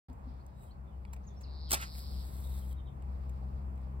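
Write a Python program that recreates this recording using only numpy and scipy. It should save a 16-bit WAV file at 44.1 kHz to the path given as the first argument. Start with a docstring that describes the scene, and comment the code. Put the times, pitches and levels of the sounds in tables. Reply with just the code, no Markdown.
"""In a garden, a match is struck near a two-port microphone. Stick-slip friction of the head on the
strip shakes the hollow box; the head sputters, then flares with a soft hiss. Box and matchstick
tick, and the table takes two soft knocks. A small bird sings a long buzzy trill of rapid falling
whistles, others chirp far off, and a distant engine drones under the low rumble of the open air."""
import sys
import numpy as np
from scipy import signal
from scipy.fft import rfft, irfft
from scipy.io import wavfile
from scipy.ndimage import uniform_filter1d

SR = 44100
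rng = np.random.default_rng(int(sys.argv[2]) if len(sys.argv) > 2 else 0)


def unload_audio(sound):
    """Save the sound as a 16-bit wav file, at the path given as the first command line argument."""
    columns = np.transpose(np.atleast_2d(sound))
    # keep every value between -1 and 1, then stretch to whole-number steps
    steps = np.round(np.clip(columns, -1, 1) * 32767)
    wavfile.write(sys.argv[1], SR, steps.astype(np.int16))


N = 176400
T, HZ = np.arange(N) / SR, np.fft.rfftfreq(N, 1 / SR)


def amp(db):
    """Decibels to amplitude ratio."""
    return 10 ** (np.asarray(db) / 20)

def unit(x):
    """Normalisation to rms 1."""
    return x / np.sqrt(np.mean(x ** 2) + 1e-20)

def read(points, hz=HZ):
    """Interpolation on a log-frequency axis."""
    f, value = np.transpose(points)
    return np.interp(np.log(hz + 1), np.log(f), value)

def level(points):
    """Amplitude envelope from a dB curve, silent outside it."""
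    return amp(np.interp(T, *np.transpose(points), left=-200, right=-200))

def drift(hz):
    """Random modulation: low-passed noise of rms 1."""
    return unit(irfft(rfft(rng.standard_normal(N)) / (1 + (HZ / hz) ** 4), N))

def burst(start, fall, hold=0, rise=1 / SR):
    """Transient envelope: linear attack, hold and exponential decay."""
    return np.clip((T - start) / rise, 0, 1) * np.exp(-np.maximum(T - start - hold, 0) / fall)

def colour(x, points):
    """Minimum-phase filter of unit power gain: the table sets only the spectral shape."""
    gain = amp(read(points, abs(np.fft.fftfreq(4096, 1 / SR))))
    log_response = np.conj(signal.hilbert(np.log(gain)))
    taps = np.fft.ifft(np.exp(log_response)).real[:2048]
    return signal.oaconvolve(x, taps / np.linalg.norm(taps))[:N]

def grains(per_s, spread_db):
    """Shot noise: a dense crackle of tiny clicks of uneven size."""
    size = amp(spread_db * np.minimum(rng.exponential(1, N), 4))
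    return unit(size * rng.choice([-1., 1.], N) * (rng.random(N) < per_s / SR))

def echoes(x, t60, delay):
    """Reverberation: sparse, decaying reflections, different on each side."""
    t = T[:SR // 2]
    taps = rng.standard_normal((2, len(t))) * (rng.random((2, len(t))) < .05)
    taps *= amp(-60 * t / t60) * (t > delay)
    taps /= np.linalg.norm(taps, axis=1, keepdims=True)
    return signal.oaconvolve(x[None], taps, axes=1)[:, :N]

def tabletop(x):
    """Early reflections from the table and tray add to the direct sound."""
    return x + amp(-14) * echoes(x, t60=.051, delay=.0026)

def ports(x, balance, lead):
    """Direction appears as a level and phase difference between the two microphone ports."""
    half = amp(read(balance) / 2) * np.exp(.5j * read(lead))
    return irfft(rfft(x) * np.array([half, 1 / half]), N)

def air():
    """Partially coherent noise: an outdoor rumble, alike on both sides in the bass."""
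    # rumble spectrum (frequency [Hz], relative level [dB])
    spectrum = [(20, -44), (45, -2), (95, -7.5), (165, -12.5), (280, -21), (450, -24.5), (800, -22),
                (1100, -26), (1600, -38.5), (2500, -44), (4000, -62.5), (6500, -56.5), (10000, -58.5),
                (15500, -59)]
    # rumble envelope (time [s], level [dB])
    envelope = [(0, -49.5), (.7, -52.5), (1.5, -50.5), (2.4, -49), (2.9, -50), (3.2, -48), (4, -49)]
    # likeness of left and right (frequency [Hz], correlation [1])
    coherence = [(50, 0.87), (130, 0.77), (340, 0.35), (700, 0.67), (1200, 0.45), (2500, 0.048),
                 (5000, 0.53), (7500, 0.67), (15000, 1)]
    patches = rng.standard_normal((N // 256 + 5, 513))  # level ripple over time and frequency
    patches = unit(uniform_filter1d(uniform_filter1d(patches, size=14, axis=0), size=12, axis=1))
    frames = rng.standard_normal((2, *patches.shape)) + 1j * rng.standard_normal((2, *patches.shape))
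    frames = (frames * amp(.8 * patches)).transpose(0, 2, 1)
    left, other = rfft(signal.istft(frames, nperseg=1024, noverlap=768)[1][:, :N])
    same = np.clip(read(coherence), -1, 1)
    right = same * left + np.sqrt(1 - same ** 2) * other
    return unit(irfft(np.array([left, right]) * amp(read(spectrum)), N)) * level(envelope)

def engine():
    """A far engine radiates a fundamental and its orders, which waver in propagation."""
    # envelope of the fundamental (time [s], level [dB])
    envelope = [(.1, -51), (.27, -45), (.6, -52), (1.0, -45.5), (1.2, -42.5), (1.3, -50.5), (1.55, -41.5),
                (1.85, -44), (2.2, -39), (2.3, -41.5), (2.53, -37.5), (2.63, -41.5), (2.74, -38),
                (2.94, -48.5), (3.1, -38.5), (3.4, -39), (3.7, -39.5), (4, -43.5)]
    # upper orders (frequency ratio [1], start level [dB], end level [dB])
    orders = [(2, -66, -51.5), (3, -66.5, -57), (3.55, -93.5, -64.5), (4, -84, -80.5), (4.72, -82, -71.5)]
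    fundamental_hz, wow_hz, waver = 65.9, .74, .17
    phase = 2 * np.pi * np.cumsum(fundamental_hz + wow_hz * drift(hz=3)) / SR
    in_phase = (1 + waver * drift(hz=22)) * np.sin(phase)
    quadrature = waver * drift(hz=26) * np.cos(phase)
    drone = level(envelope) * (in_phase + quadrature)
    for ratio, first_db, last_db in orders:
        swell = amp(first_db + (last_db - first_db) * T / T[-1])
        drone += swell * (1 + .31 * drift(hz=4.8)) * np.sin(ratio * phase)
    return np.sqrt(2) * drone

def chorus():
    """Incoherent summation blurs many far birds to a whisper of band noise."""
    # chorus envelope (time [s], level [dB])
    envelope = [(0, -70), (.2, -92.5), (.29, -74), (.45, -84), (.68, -83.5), (.8, -93), (2.2, -62.5),
                (2.3, -69), (2.6, -70), (2.85, -94.5), (3.15, -80), (3.42, -82.5), (3.6, -80),
                (3.69, -95.5), (3.83, -79.5), (4, -91)]
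    # chorus spectrum (frequency [Hz], relative level [dB])
    spectrum = [(2000, -26), (3400, 6.5), (4300, 9), (5100, 8), (6200, -10), (9000, -59.5)]
    whisper = np.array([colour(side, spectrum) for side in rng.standard_normal((2, N))])
    return whisper * level(envelope) * amp(1.5 * drift(hz=25))

def chirps():
    """Gliding whistles, as sung and as they arrive directly: distance weakens the direct path."""
    # bird notes (time [s], length [s], start pitch [Hz], end pitch [Hz], level [dB])
    notes = [(.395, 0.027, 4100, 4700, -76), (0.485, 0.26, 3850, 3860, -78),
             (0.669, 0.05, 3430, 2880, -73.5), (0.705, 0.021, 3810, 4730, -67.5),
             (0.853, 0.068, 3650, 3350, -80), (.905, 0.053, 3150, 2810, -77), (1.058, .05, 3510, 3200, -76),
             (1.278, 0.056, 3690, 3430, -71.5), (1.227, 0.034, 5550, 6960, -79),
             (1.264, 0.031, 7300, 5500, -63.5), (1.357, 0.044, 5080, 6100, -71.5),
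             (1.4, 0.035, 7340, 6100, -73), (1.431, 0.021, 5870, 3720, -57),
             (1.436, 0.041, 3280, 2370, -71), (1.665, 0.051, 3500, 2950, -61),
             (2.127, 0.033, 3260, 2940, -69), (2.437, 0.023, 3980, 3590, -57.5),
             (2.465, .017, 3860, 3530, -60), (2.515, 0.015, 4100, 3540, -62),
             (2.538, 0.017, 3820, 3530, -60.5), (2.618, 0.017, 3410, 3000, -64),
             (2.703, 0.024, 3390, 3035, -64.5), (2.758, 0.054, 3770, 3550, -69),
             (2.783, 0.028, 3340, 3020, -67), (2.848, 0.062, 3736, 3540, -69.5),
             (2.866, 0.026, 3340, 3070, -66)]
    sung, direct, waver = np.zeros(N), np.zeros(N), drift(hz=401)
    for start, length, from_hz, to_hz, db in notes:
        far = (from_hz + to_hz) / 2 < 4150  # the low notes belong to a farther bird
        roughness, path_db = (.028, -4.5) if far else (.022, 0)
        at = (T >= start) & (T < start + length)
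        progress = (T[at] - start) / length
        hz = from_hz * (to_hz / from_hz) ** progress * (1 + roughness * waver[at])
        note = amp(db) * np.sqrt(2) * np.sin(np.pi * progress) * np.sin(2 * np.pi * np.cumsum(hz) / SR)
        sung[at] += note
        direct[at] += amp(path_db) * note
    return sung, direct

def trill():
    """Source and filter: quick falling whistles fuse into a buzz, shaped by the bird's throat."""
    # trill envelope (time [s], level [dB])
    envelope = [(1.455, -70), (1.5, -64.5), (1.65, -58), (1.87, -56), (2.0, -58.5), (2.12, -60),
                (2.21, -64.5), (2.3, -77)]
    # repetition of the sweeps (time [s], rate [1/s])
    rates = [(1.48, 154), (1.87, 159), (1.96, 150), (2.3, 134)]
    # starting pitch of the sweeps (time [s], frequency [Hz])
    tops = [(1.48, 5210), (1.62, 5510), (1.9, 5776), (2.28, 5650)]
    # passband of the throat (frequency [Hz], relative gain [dB])
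    throat = [(3050, -25), (3700, 0), (4500, -1.5), (5400, 1), (5950, -28)]
    end_hz, duty, jitter = 3430, .62, .017
    rate = np.interp(T, *np.transpose(rates)) * (1 + jitter * drift(hz=51.7))
    cycle = np.cumsum(rate) / SR % 1
    sweep = np.minimum(cycle / duty, 1)
    top_hz = np.interp(T, *np.transpose(tops))
    hz = (top_hz + (end_hz - top_hz) * sweep) * (1 + .012 * drift(hz=200))
    whistles = np.sin(np.pi * sweep) * np.sin(2 * np.pi * np.cumsum(hz) / SR)
    return unit(colour(whistles, throat)) * level(envelope) * amp(drift(hz=62))

def birds():
    """Direct song and its reverberant field in the garden, over the far chorus."""
    buzz = trill()
    sung, direct = chirps()
    garden = echoes(amp(-5.5) * buzz + amp(-6) * sung, t60=.2, delay=.004)
    return buzz + direct + garden + chorus()

def handling():
    """Impact and friction: matchstick and box tick, the box slides, knocks ring a damped table mode."""
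    # small impacts (time [s], wood level [dB], snap level [dB], decay [s])
    ticks = [(0.1303, -84, -65.5, 0.0046), (0.465, -78, -57, 0.0017), (1.0514, -47.5, -74, 0.002),
             (1.13, -56, -54, 0.0051), (1.1333, -51, -51, 0.0053), (1.1634, -57, -63.5, 0.0052),
             (1.4103, -57.5, -59, 0.0098), (1.951, -53, -56, .003), (3.0233, -55, -63, 0.0024),
             (3.2375, -62.5, -83, 0.0027), (3.295, -61, -56.5, 0.0028), (3.6168, -67, -81, 0.002),
             (3.758, -72, -71, .003), (3.7756, -60, -73, .004), (3.815, -71, -73, .003)]
    # woody part of a tick (frequency [Hz], relative level [dB])
    wood_spectrum = [(300, -10), (1000, 8), (1700, 3), (2300, 7.5), (3200, -8.5), (4500, -7), (6000, -22),
                     (9000, -10.5), (15500, -44)]
    # bright part of a tick (frequency [Hz], relative level [dB])
    snap_spectrum = [(2000, -25), (4500, -11), (6500, 1), (8000, 0.5), (11500, -5.5), (15500, -1.5)]
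    # the box sliding in the fingers (time [s], level [dB])
    slide_envelope = [(.55, -85), (.635, -66), (.665, -70.5), (.72, -82)]
    # sliding friction (frequency [Hz], relative level [dB])
    slide_spectrum = [(2000, 3), (5000, -16), (8000, 5.5), (12000, -0.5), (15500, -0.5)]
    # soft knocks on the table (time [s], level [dB])
    blows = [(0.095, -39.5), (0.267, -39)]
    wood = rng.standard_normal(N) * sum(amp(db) * burst(s, fall) for s, db, _, fall in ticks)
    snap = rng.standard_normal(N) * sum(amp(db) * burst(s, fall) for s, _, db, fall in ticks)
    slide = colour(grains(per_s=11000, spread_db=3) * level(slide_envelope), slide_spectrum)
    mode_hz, t60_s = 253.3, .12
    knocks = np.zeros(N)
    for start, db in blows:
        envelope = amp(db) * burst(start, fall=t60_s / np.log(1000), rise=.011)
        knocks += envelope * np.sin(2 * np.pi * mode_hz * (T - start))
    return colour(wood, wood_spectrum) + colour(snap, snap_spectrum) + slide + knocks

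def flame():
    """Combustion noise: the head sputters, hisses and spits; a close reflection comb-filters the flare."""
    # the head catching (time [s], level [dB])
    catching = [(1.75, -43), (1.774, -44.5), (1.785, -51.5), (1.805, -46.5), (1.822, -44), (1.836, -42.5),
                (1.852, -52), (1.88, -61.5), (1.91, -71)]
    # its sputter (frequency [Hz], relative level [dB])
    sputter_spectrum = [(300, -5), (750, -11.5), (1300, 5), (2500, -0.5), (4000, -9.5), (6400, -7),
                        (8300, -9.5), (11500, -13.5), (15500, -20)]
    # the head flaring (time [s], level [dB])
    flaring = [(1.83, -66.5), (1.91, -65), (1.945, -60.5), (1.982, -51), (2.04, -62), (2.16, -63),
               (2.25, -60.5), (2.43, -58), (2.52, -60), (2.555, -58.5), (2.595, -58.5), (2.61, -63.5),
               (2.73, -64)]
    # its hiss (frequency [Hz], relative level [dB])
    flare_spectrum = [(500, -3.5), (1500, 2), (2500, -5.5), (4000, -2.5), (5200, -9), (8000, 0), (9800, 2),
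                      (11500, 2), (13000, 0.5), (15500, 1)]
    # spits of the flame (time [s], level [dB])
    spitting = [(1.8142, -37.5), (1.9515, -57), (2.5794, -59), (2.7285, -52.5)]
    flutter_db, reflection_db, reflection_s = 1.3, -8, .00051
    sputter = colour(grains(per_s=9000, spread_db=3.5) * level(catching), sputter_spectrum)
    burn = level(flaring) + amp(-71) * burst(flaring[-1][0], fall=.022)  # the hiss stops short
    hiss = grains(per_s=21000, spread_db=4) * burn * amp(flutter_db * drift(hz=119))
    spits = rng.standard_normal(N) * sum(amp(db) * burst(s, fall=.00159) for s, db in spitting)
    flare = colour(hiss + spits, flare_spectrum)
    return sputter + flare + amp(reflection_db) * np.roll(flare, round(reflection_s * SR))

def strike():
    """Stick-slip friction: the head skids over the grit, and each slip excites the modes of the box."""
    # slips of the head (time [s], length [s], grit level [dB], box level [dB])
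    slips = [(1.7080, 0.0016, -28.5, -56), (1.7161, 0.0042, -24.5, -34), (1.727, 0.0034, -30.5, -40),
             (1.7309, 0.0066, -27, -27.5), (1.7415, .002, -28, -47), (1.744, .0009, -24, -33),
             (1.7477, 0.0018, -29.5, -30.5), (1.769, .006, -55.5, -46.5)]
    # rubbing under the slips (time [s], level [dB])
    rubbing = [(1.69, -64.5), (1.706, -46.5), (1.724, -40.5), (1.745, -37), (1.757, -53.5), (1.773, -54),
               (1.79, -69.5)]
    # scrape of the grit (frequency [Hz], relative level [dB])
    grit_spectrum = [(200, -18), (450, -26.5), (1100, 0), (1700, -2.5), (2500, 0), (3600, -4.5),
                     (5300, 1.5), (6800, -6), (8400, 2), (9600, 2), (10600, -8), (13000, -3), (15500, -6)]
    # modes of the hollow box (frequency [Hz], bandwidth [Hz], relative level [dB])
    modes = [(260, 120, -19), (595, 26, -7.5), (750, 50, -3.5), (834, 54, -2.5), (1094, 30, -1),
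             (1445, 22, 2.5), (1650, 35, 2), (1780, 35, 0), (2096, 40, -2), (2355, 30, 0), (2660, 30, 0),
             (3603, 28, 0.5)]
    grit, push = level(rubbing), np.zeros(N)
    for start, length, grit_db, box_db in slips:
        slip = burst(start, fall=.0007, hold=length, rise=.0005)
        grit += amp(grit_db) * slip
        push += amp(box_db) * slip
    crackle = grains(per_s=18000, spread_db=2.5)
    t = T[:SR // 10]
    ring = sum(amp(db) * width * np.exp(-np.pi * width * t) * np.sin(2 * np.pi * hz * t)
               for hz, width, db in modes)
    box = signal.oaconvolve(crackle * push, ring / np.linalg.norm(ring))[:N]
    return colour(crackle * grit, grit_spectrum) + box

def scene():
    """Superposition at the two ports: the match close by; birds, engine and air far off."""
    # near sources, left minus right (frequency [Hz], level difference [dB])
    near_balance = [(200, -2), (400, 4.5), (700, -18.5), (1300, -4.5), (2400, -1.5), (8000, 0.3),
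                    (15000, 0)]
    # far sources, left minus right (frequency [Hz], level difference [dB])
    far_balance = [(60, 3), (150, 2.5), (340, 0.5), (700, -2.5), (1200, -1), (3000, -1), (8000, -0.5)]
    # lead of the left port for the strike (frequency [Hz], phase [rad])
    strike_lead = [(20, .05), (130, .17), (350, -.35), (700, -2), (1120, -2), (1700, -3.2), (2400, -4.2),
                   (3000, -5.9), (4000, -6.7), (5300, -9.2), (6100, -10.8), (6700, -10.4), (7100, -7.6),
                   (8000, -6.28), (9700, -3.14), (11400, 0), (13100, 3.14), (14800, 6.28), (16000, 8.3)]
    # its lead for the birds (frequency [Hz], phase [rad])
    bird_lead = [(2000, 0.53), (5000, 1.72), (8000, 1.3)]
    # its lead for all other sources (frequency [Hz], phase [rad])
    lead = [(20, .05), (66, .19), (130, .17), (350, -.35), (700, -2.3), (1500, -3.0), (2400, -4.4),
            (3000, -5.7), (4600, -6.9), (5400, -8), (5900, -9.3), (6800, -9.3), (8000, -6.28),
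            (9700, -3.14), (11400, 0), (13100, 3.14), (14800, 6.28), (16000, 8.3)]
    scrape = ports(tabletop(strike()), near_balance, strike_lead)
    flame_and_hands = ports(tabletop(flame() + handling()), near_balance, lead)
    song = ports(birds(), far_balance, bird_lead)
    background = ports(engine() + air(), far_balance, lead)
    return scrape + flame_and_hands + song + background

def record(dry):
    """Gating and band limiting: the microphone opens after a moment of silence and cuts the top treble."""
    open_s, cutoff_hz = .084, 15850
    gate = np.clip((T - open_s) / .002, 0, 1)
    taps = signal.firwin(511, cutoff_hz, window=("kaiser", 9), fs=SR)
    return signal.oaconvolve(dry * gate, taps[None], "same")


dry = scene()
out = record(dry)
unload_audio(out)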